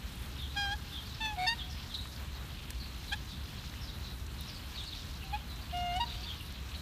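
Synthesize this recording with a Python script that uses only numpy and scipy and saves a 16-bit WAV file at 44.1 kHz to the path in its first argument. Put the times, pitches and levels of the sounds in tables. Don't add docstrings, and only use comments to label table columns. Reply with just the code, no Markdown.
import sys
import numpy as np
from scipy import signal
from scipy.fft import rfft, irfft
from scipy.io import wavfile

SR = 44100
rng = np.random.default_rng(int(sys.argv[2]) if len(sys.argv) > 2 else 0)


def bounce(signal):
    frames = np.transpose(np.atleast_2d(signal))
    limited = np.clip(frames, -1, 1)
    pcm = np.round(limited * 32767).astype(np.int16)
    wavfile.write(sys.argv[1], SR, pcm)


N = 300321

# frequency_hz, relative_density_db
RUMBLE_SPECTRUM = [(15, -44), (25, -23), (38, -9), (52, -2.5), (68, 2.5), (82, -6.5), (120, -10),
                   (200, -16), (300, -22), (450, -31), (900, -51), (2500, -102)]
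# time_s, level_db (before a small random swell)
TRAFFIC_LEVEL = [(0, -43), (0.7, -42.5), (1.2, -43), (2.1, -42.5), (4.3, -43), (5.0, -45), (5.6, -42),
                 (6.1, -43), (6.8, -42.5)]
# frequency_hz, relative_density_db
AIR_SPECTRUM = [(200, -5), (500, 0.5), (1000, 4.5), (1600, 3.5), (2300, 0), (3200, -2.5), (4250, 1.5),
                (4650, -18), (7000, -11.5), (10000, -19), (12500, -10), (15000, -9.5)]
# centre_hz, relative_level_db
RIPPLE_BANDS = [(3000, 6.5), (4200, 5), (5600, -2), (7500, -5.5), (11000, -2.5)]
# start_s, level_db (before decay), centre_hz, width_octaves
WATER_DROPS = [(2.055, -40, 1400, 0.64), (2.705, -34, 5000, 2), (3.639, -45, 1800, 0.59),
               (3.739, -40, 1820, 0.68), (4.265, -46, 6000, 0.54), (4.409, -40.5, 12000, 0.23),
               (5.56, -49, 5000, 0.69), (5.77, -47, 5350, 0.46), (6.524, -45.5, 6460, 1)]
# start_s, length_s, start_hz, level_db (before mixing)
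NEAR_CHIRPS = [(0.365, 0.11, 3870, -47), (0.904, 0.115, 3770, -46), (1.079, 0.057, 4340, -53),
               (1.138, 0.025, 5550, -53), (1.574, 0.064, 3750, -43.5), (1.688, 0.06, 5800, -53),
               (1.892, 0.049, 3870, -49.5), (1.937, 0.028, 4300, -38), (2.337, 0.05, 4380, -55),
               (2.792, 0.048, 4700, -49.5), (3.071, 0.055, 4190, -47.5), (3.257, 0.11, 4140, -53),
               (3.576, 0.028, 4440, -52), (3.801, 0.07, 5790, -52.5), (3.872, 0.042, 4250, -50.5),
               (4.016, 0.082, 4440, -52), (4.366, 0.074, 4350, -54), (4.474, 0.035, 5730, -49),
               (4.537, 0.05, 5100, -52), (4.744, 0.033, 4880, -49.5), (4.765, 0.058, 4010, -43.5),
               (4.85, 0.06, 4830, -47.5), (4.919, 0.025, 3990, -44.5), (5.209, 0.035, 3090, -50.5),
               (5.467, 0.11, 4370, -54), (6.046, 0.1, 4250, -47.5), (6.225, 0.03, 5000, -47.5),
               (6.251, 0.085, 3720, -45.5), (6.4, 0.017, 3110, -47.5), (6.741, 0.035, 4400, -49)]
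# frequency_hz, t60_s
TREE_DECAY = [(2000, 0.12), (4000, 0.56), (8000, 0.3)]
# frequency_hz, t60_s
BANK_DECAY = [(700, 0.76), (2000, 0.78), (4500, 0.84), (10000, 0.13)]
# start_s, length_s, pitch_hz, glide_hz_per_s, closing_flick_hz, base_level_db, swell_db_per_s,
#        attack_s, release_s, brightness_db_per_octave, final_dulling_db_per_octave, hollowness_db,
#        roughness_0_to_1, strain_moment_s, strain_0_to_1
HONK_GESTURES = [(0.549, 0.213, 821, -190, 62, -40, -12, 0.027, 0.022, 2.5, 4, 11, 0.16, 0.727, 0.6),
                 (1.196, 0.18, 902, -460, 0, -42.5, -3, 0.018, 0.045, 2.5, 30, -3, 0.12, 1.258, 0.35),
                 (1.36, 0.12, 734, 12, 7, -35, 12, 0.034, 0.027, -2.2, -2.5, -0.5, 0.25, 1.432, 0.13),
                 (1.46, 0.094, 912, 204, 12.5, -41.5, 5, 0.0082, 0.023, 1.2, 7, -1, 0.1, 1.486, 0.63),
                 (3.111, 0.051, 820, 900, -2, -46, -20, 0.015, 0.018, 0.1, 14, -2, 0.36, 3.131, 0.8),
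                 (5.225, 0.108, 780, -100, -2, -55.5, 0, 0.017, 0.015, -4, 0, 0, 0, 5.25, 0),
                 (5.321, 0.059, 822, 750, -1, -33.5, -20, 0.021, 0.032, 0.5, 13, -2, 0.07, 5.34, 0.3),
                 (5.718, 0.28, 715.4, -58, 54.5, -36.5, 0.5, 0.026, 0.0082, 0.3, 2, -5.5, 0.11, 5.968, 0.7),
                 (5.991, 0.065, 947, 257, -6, -29.5, -65, 0.019, 0.021, 0.3, -6, 1, 0.12, 6.01, 0.34)]
# harmonic_number, relative_level_db
WINDPIPE_COLOURS = [
    [(1.0, -1), (2.0, 1), (3.0, -7.5), (4.0, -2), (5.0, -11.5), (6.0, -21), (7.0, -21), (8.0, -26.5),
     (9.0, -26), (10.0, -29), (11.0, -34)],
    [(1.0, -0.5), (2.0, -4.5), (3.0, -3.5), (4.0, -3), (5.0, -14), (6.0, -30), (7.0, -28)],
    [(1.0, -1), (2.0, -22), (3.0, -8), (4.0, -44.0), (5.0, -12.5), (6.0, -16), (7.0, -31)],
    [(1, -1), (2, 3), (3, -2), (4, -1), (5, -2), (6, -27), (7, -19), (8, -28), (9, -30), (10, -26.5),
     (11, -32)],
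    [(1.0, -1), (2.0, 6.0), (3.0, -1.5), (4.0, 2.5), (5.0, -7), (6.0, -12), (7.0, -16.5)],
    [(1, -2), (2, -27)],
    [(1, -1), (2, -16.5), (3, -11.5), (4, -16.5), (5, -23), (6, -50)],
    [(1.0, -1), (2.0, -19.5), (3.0, -17.5), (4.0, -10), (5.0, -22.5), (6.0, -31), (7.0, -35)],
    [(1, -2), (2, -17), (3, -8.5), (4, -10), (5, -17), (6, -37)],
]
# frequency_hz, relative_density_db
RASP_SPECTRUM = [(400, -21), (900, -1.5), (2000, -1), (3600, -2), (4600, 1), (5600, -15), (7000, -3.5),
                 (10000, -12.5), (15000, -33)]
# start_s, length_s, start_hz, end_hz, level_db
SYRINX_SQUEAKS = [(.552, .125, 4965, 4930, -47), (.705, .04, 4950, 4950, -55),
                  (1.215, .095, 6050, 6030, -57), (1.472, .014, 5130, 5070, -34),
                  (5.98, .33, 4670, 4665, -59.5)]
# time_s, depth_0_to_1
SYRINX_BEATING = [(1.36, 0), (1.38, .6), (1.455, .55), (1.465, 0)]

AIR_DB = -52.97
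DROP_DECAY_S = 0.0025
CHIRP_FALL = 0.18
CHIRP_HISS_OCTAVES = 0.25
BEAT_HZ = 137
SCOOP_HZ, SCOOP_S = 49.3, 0.00947
FLICK_S = 0.08
BRIGHT_PER_DB = 0.85
STRAIN_S, STRAIN_DB, STRAIN_ROUGH = 0.0093, 4, 0.4
EDGE_HZ = 14950


def gain_of(db):
    return 10 ** (np.asarray(db) / 20)


def evened(x):
    return x / np.sqrt(np.mean(x ** 2) + 1e-20)


def read(points, hz):
    f, value = np.transpose(points)
    return np.interp(np.log(hz + 1), np.log(f + 1), value)


def add(mix, s, sound):
    part = mix[max(round(s * SR), 0):][:len(sound)]
    part += sound[:len(part)]


def noise(size, colour_db):
    spectrum = rfft(rng.standard_normal(size))
    weight = gain_of(colour_db(np.fft.rfftfreq(size, 1 / SR)))
    return evened(irfft(spectrum * weight, size))


def wander(size, rate_hz):
    longer = noise(size + SR // 4, lambda hz: -3 * np.minimum(hz / rate_hz, 10) ** 2)
    return longer[:size]


def tail(x, t60s, rise_s):
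    hz, t, z = signal.stft(rng.standard_normal(SR), SR, nperseg=256)
    decay = gain_of(-60 * t / read(t60s, hz)[:, None])
    build_up = 1 - np.exp(-t / rise_s)
    response = signal.istft(z * decay * build_up, SR, nperseg=256)[1]
    return signal.fftconvolve(x, response / np.linalg.norm(response))[:N]


def whistle(s, length, start_hz, end_hz, db, wobble):
    size = int(length * SR)
    hz = np.linspace(start_hz, end_hz, size) * (1 + wobble * wander(size, 220))
    tone = np.sqrt(2) * np.sin(2 * np.pi * np.cumsum(hz) / SR)
    return s, gain_of(db) * tone * signal.windows.tukey(size, .5)


def background(rumble_swell_db=.5, air_swell_db=1.0):
    level_db = np.interp(np.arange(N) / SR, *np.transpose(TRAFFIC_LEVEL))
    rumble_db = level_db + rumble_swell_db * wander(N, 1.1)
    rumble = noise(N, lambda hz: read(RUMBLE_SPECTRUM, hz)) * gain_of(rumble_db)
    air_db = AIR_DB + air_swell_db * wander(N, 6.4)
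    air = noise(N, lambda hz: read(AIR_SPECTRUM, hz)) * gain_of(air_db)
    return rumble + air


def ripples(level_db=-63, patchy_db=3.0, grain_db=2.5):
    out = np.zeros(N)
    for centre_hz, db in RIPPLE_BANDS:
        band = noise(N, lambda hz: -30 * np.log2((hz + 1) / centre_hz) ** 2)
        swell_db = patchy_db * wander(N, 4.4) + grain_db * wander(N, 79)
        out += gain_of(db) * evened(band * gain_of(swell_db))
    return gain_of(level_db) * out


def drops():
    out, t = np.zeros(N), np.arange(8192) / SR
    for s, db, centre_hz, octaves in WATER_DROPS:
        tick = noise(len(t), lambda hz: -4 * (np.log2((hz + 1) / centre_hz) / octaves) ** 2)
        add(out, s, gain_of(db) * tick * np.exp(-t / DROP_DECAY_S))
    return out


def chirp(s, length, start_hz, end_hz, db, wobble=0.033, grain_db=3.0, hiss_db=-7):
    _, tone = whistle(s, length, start_hz, end_hz, db, wobble=wobble)
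    size = len(tone)
    centre_hz = (start_hz + end_hz) / 2

    def hiss_colour(hz):
        octaves = np.log2((hz + 1) / centre_hz)
        return -10 * np.log10(1 + (octaves / CHIRP_HISS_OCTAVES) ** 4)

    hiss = gain_of(db + hiss_db) * noise(size, hiss_colour) * signal.windows.hann(size)
    swell = signal.windows.tukey(size, .5)
    stutter = gain_of(grain_db * wander(size, 230))
    return s, (tone + hiss) * evened(swell * stutter)


def small_birds(direct_db=-2, trees_db=-6, flock_db=-55, spread_db=13, count=80):
    out = np.zeros(N)
    for s, length, hz, db in NEAR_CHIRPS:
        add(out, *chirp(s, length, hz, hz * (1 - CHIRP_FALL), db))
    for k, (when, length, pitch, glide, far) in enumerate(rng.random((count, 5))):
        s = (k + when) / count * N / SR
        length_s = .015 + .04 * length
        hz = 3000 + 1700 * pitch
        end_hz = hz * (1.1 - 0.32 * glide)
        add(out, *chirp(s, length_s, hz, end_hz, flock_db - spread_db * far))
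    return gain_of(direct_db) * out + gain_of(trees_db) * tail(out, TREE_DECAY, rise_s=0.0027)


def gesture(s, length, pitch_hz, glide, flick_hz, db, swell, attack_s, release_s,
            tilt_db, dull_db, hollow_db, rough, strain_s, strain):
    age = np.arange(0, length, 1 / SR)
    left, done = length - age, age / length
    push = strain * np.exp(-.5 * ((s + age - strain_s) / STRAIN_S) ** 2)
    attack = np.sin(np.pi / 2 * np.minimum(age / attack_s, 1))
    release = np.sin(np.pi / 2 * np.minimum(left / release_s, 1))
    opening = attack * release
    effort_db = 20 * np.log10(np.maximum(opening ** 2, 1e-3)) + swell * age + STRAIN_DB * push
    scoop = np.exp(-age / SCOOP_S)
    flick = np.cos(np.pi / 2 * np.minimum(left / FLICK_S, 1)) ** 2
    hz = pitch_hz + glide * age - SCOOP_HZ * scoop + flick_hz * flick
    bright_db = tilt_db + BRIGHT_PER_DB * effort_db - dull_db * done ** 4
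    hollow = np.sin(np.pi * done ** 2) ** 2
    return s + age, hz, db + effort_db, bright_db, hollow_db * hollow, rough + STRAIN_ROUGH * push


def honk(row, throat, jitter=0.036, flutter=0.1, rasp_db=0, roll_off_db=3):
    t, hz, level_db, bright_db, hollow_db, rough = gesture(*row)
    shaken_hz = hz * (1 + jitter * rough * wander(len(t), 180))
    phase = 2 * np.pi * np.cumsum(shaken_hz) / SR
    beat_depth = np.interp(t, *np.transpose(SYRINX_BEATING))
    orders, colour_db = np.transpose(throat)
    voice = np.zeros(len(t))
    for k in range(1, 17):
        db = np.interp(k, orders, colour_db) - roll_off_db * max(k - len(orders), 0)
        db = db + bright_db * np.log2(min(k, len(orders))) - hollow_db * (k % 3 == 0) * min(k / 3, 2)
        turn = k * phase + k * k
        partial = np.cos(turn) + (k > 1) * beat_depth * np.cos(turn + 2 * np.pi * BEAT_HZ * t)
        unsteady = 1 + flutter * rough * wander(len(t), 180)
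        voice += gain_of(db) * unsteady * np.sqrt(2) * partial
    pulses = 1 + np.cos(phase)
    rasp = gain_of(rasp_db) * rough ** 2 * pulses * noise(len(t), lambda f: read(RASP_SPECTRUM, f))
    return t[0], gain_of(level_db) * (voice + rasp)


def swans(banks_db=-29, echo_db=-25, echo_s=.25):
    out = np.zeros(N)
    for row, throat in zip(HONK_GESTURES, WINDPIPE_COLOURS):
        add(out, *honk(row, throat))
    for row in SYRINX_SQUEAKS:
        add(out, *whistle(*row, wobble=0.00075))
    returned = gain_of(banks_db) * tail(out, BANK_DECAY, rise_s=0.018)
    dulled = signal.lfilter(*signal.butter(1, 2000, fs=SR), out)
    add(returned, echo_s, gain_of(echo_db) * dulled)
    return out + returned


def scene():
    return (background() + ripples() + drops() + small_birds() + swans())[None]


def record(dry):
    low_pass = signal.firwin(1023, EDGE_HZ, window=("kaiser", 9), fs=SR)
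    return signal.oaconvolve(dry, low_pass[None], "same")


dry = scene()
out = record(dry)
bounce(out)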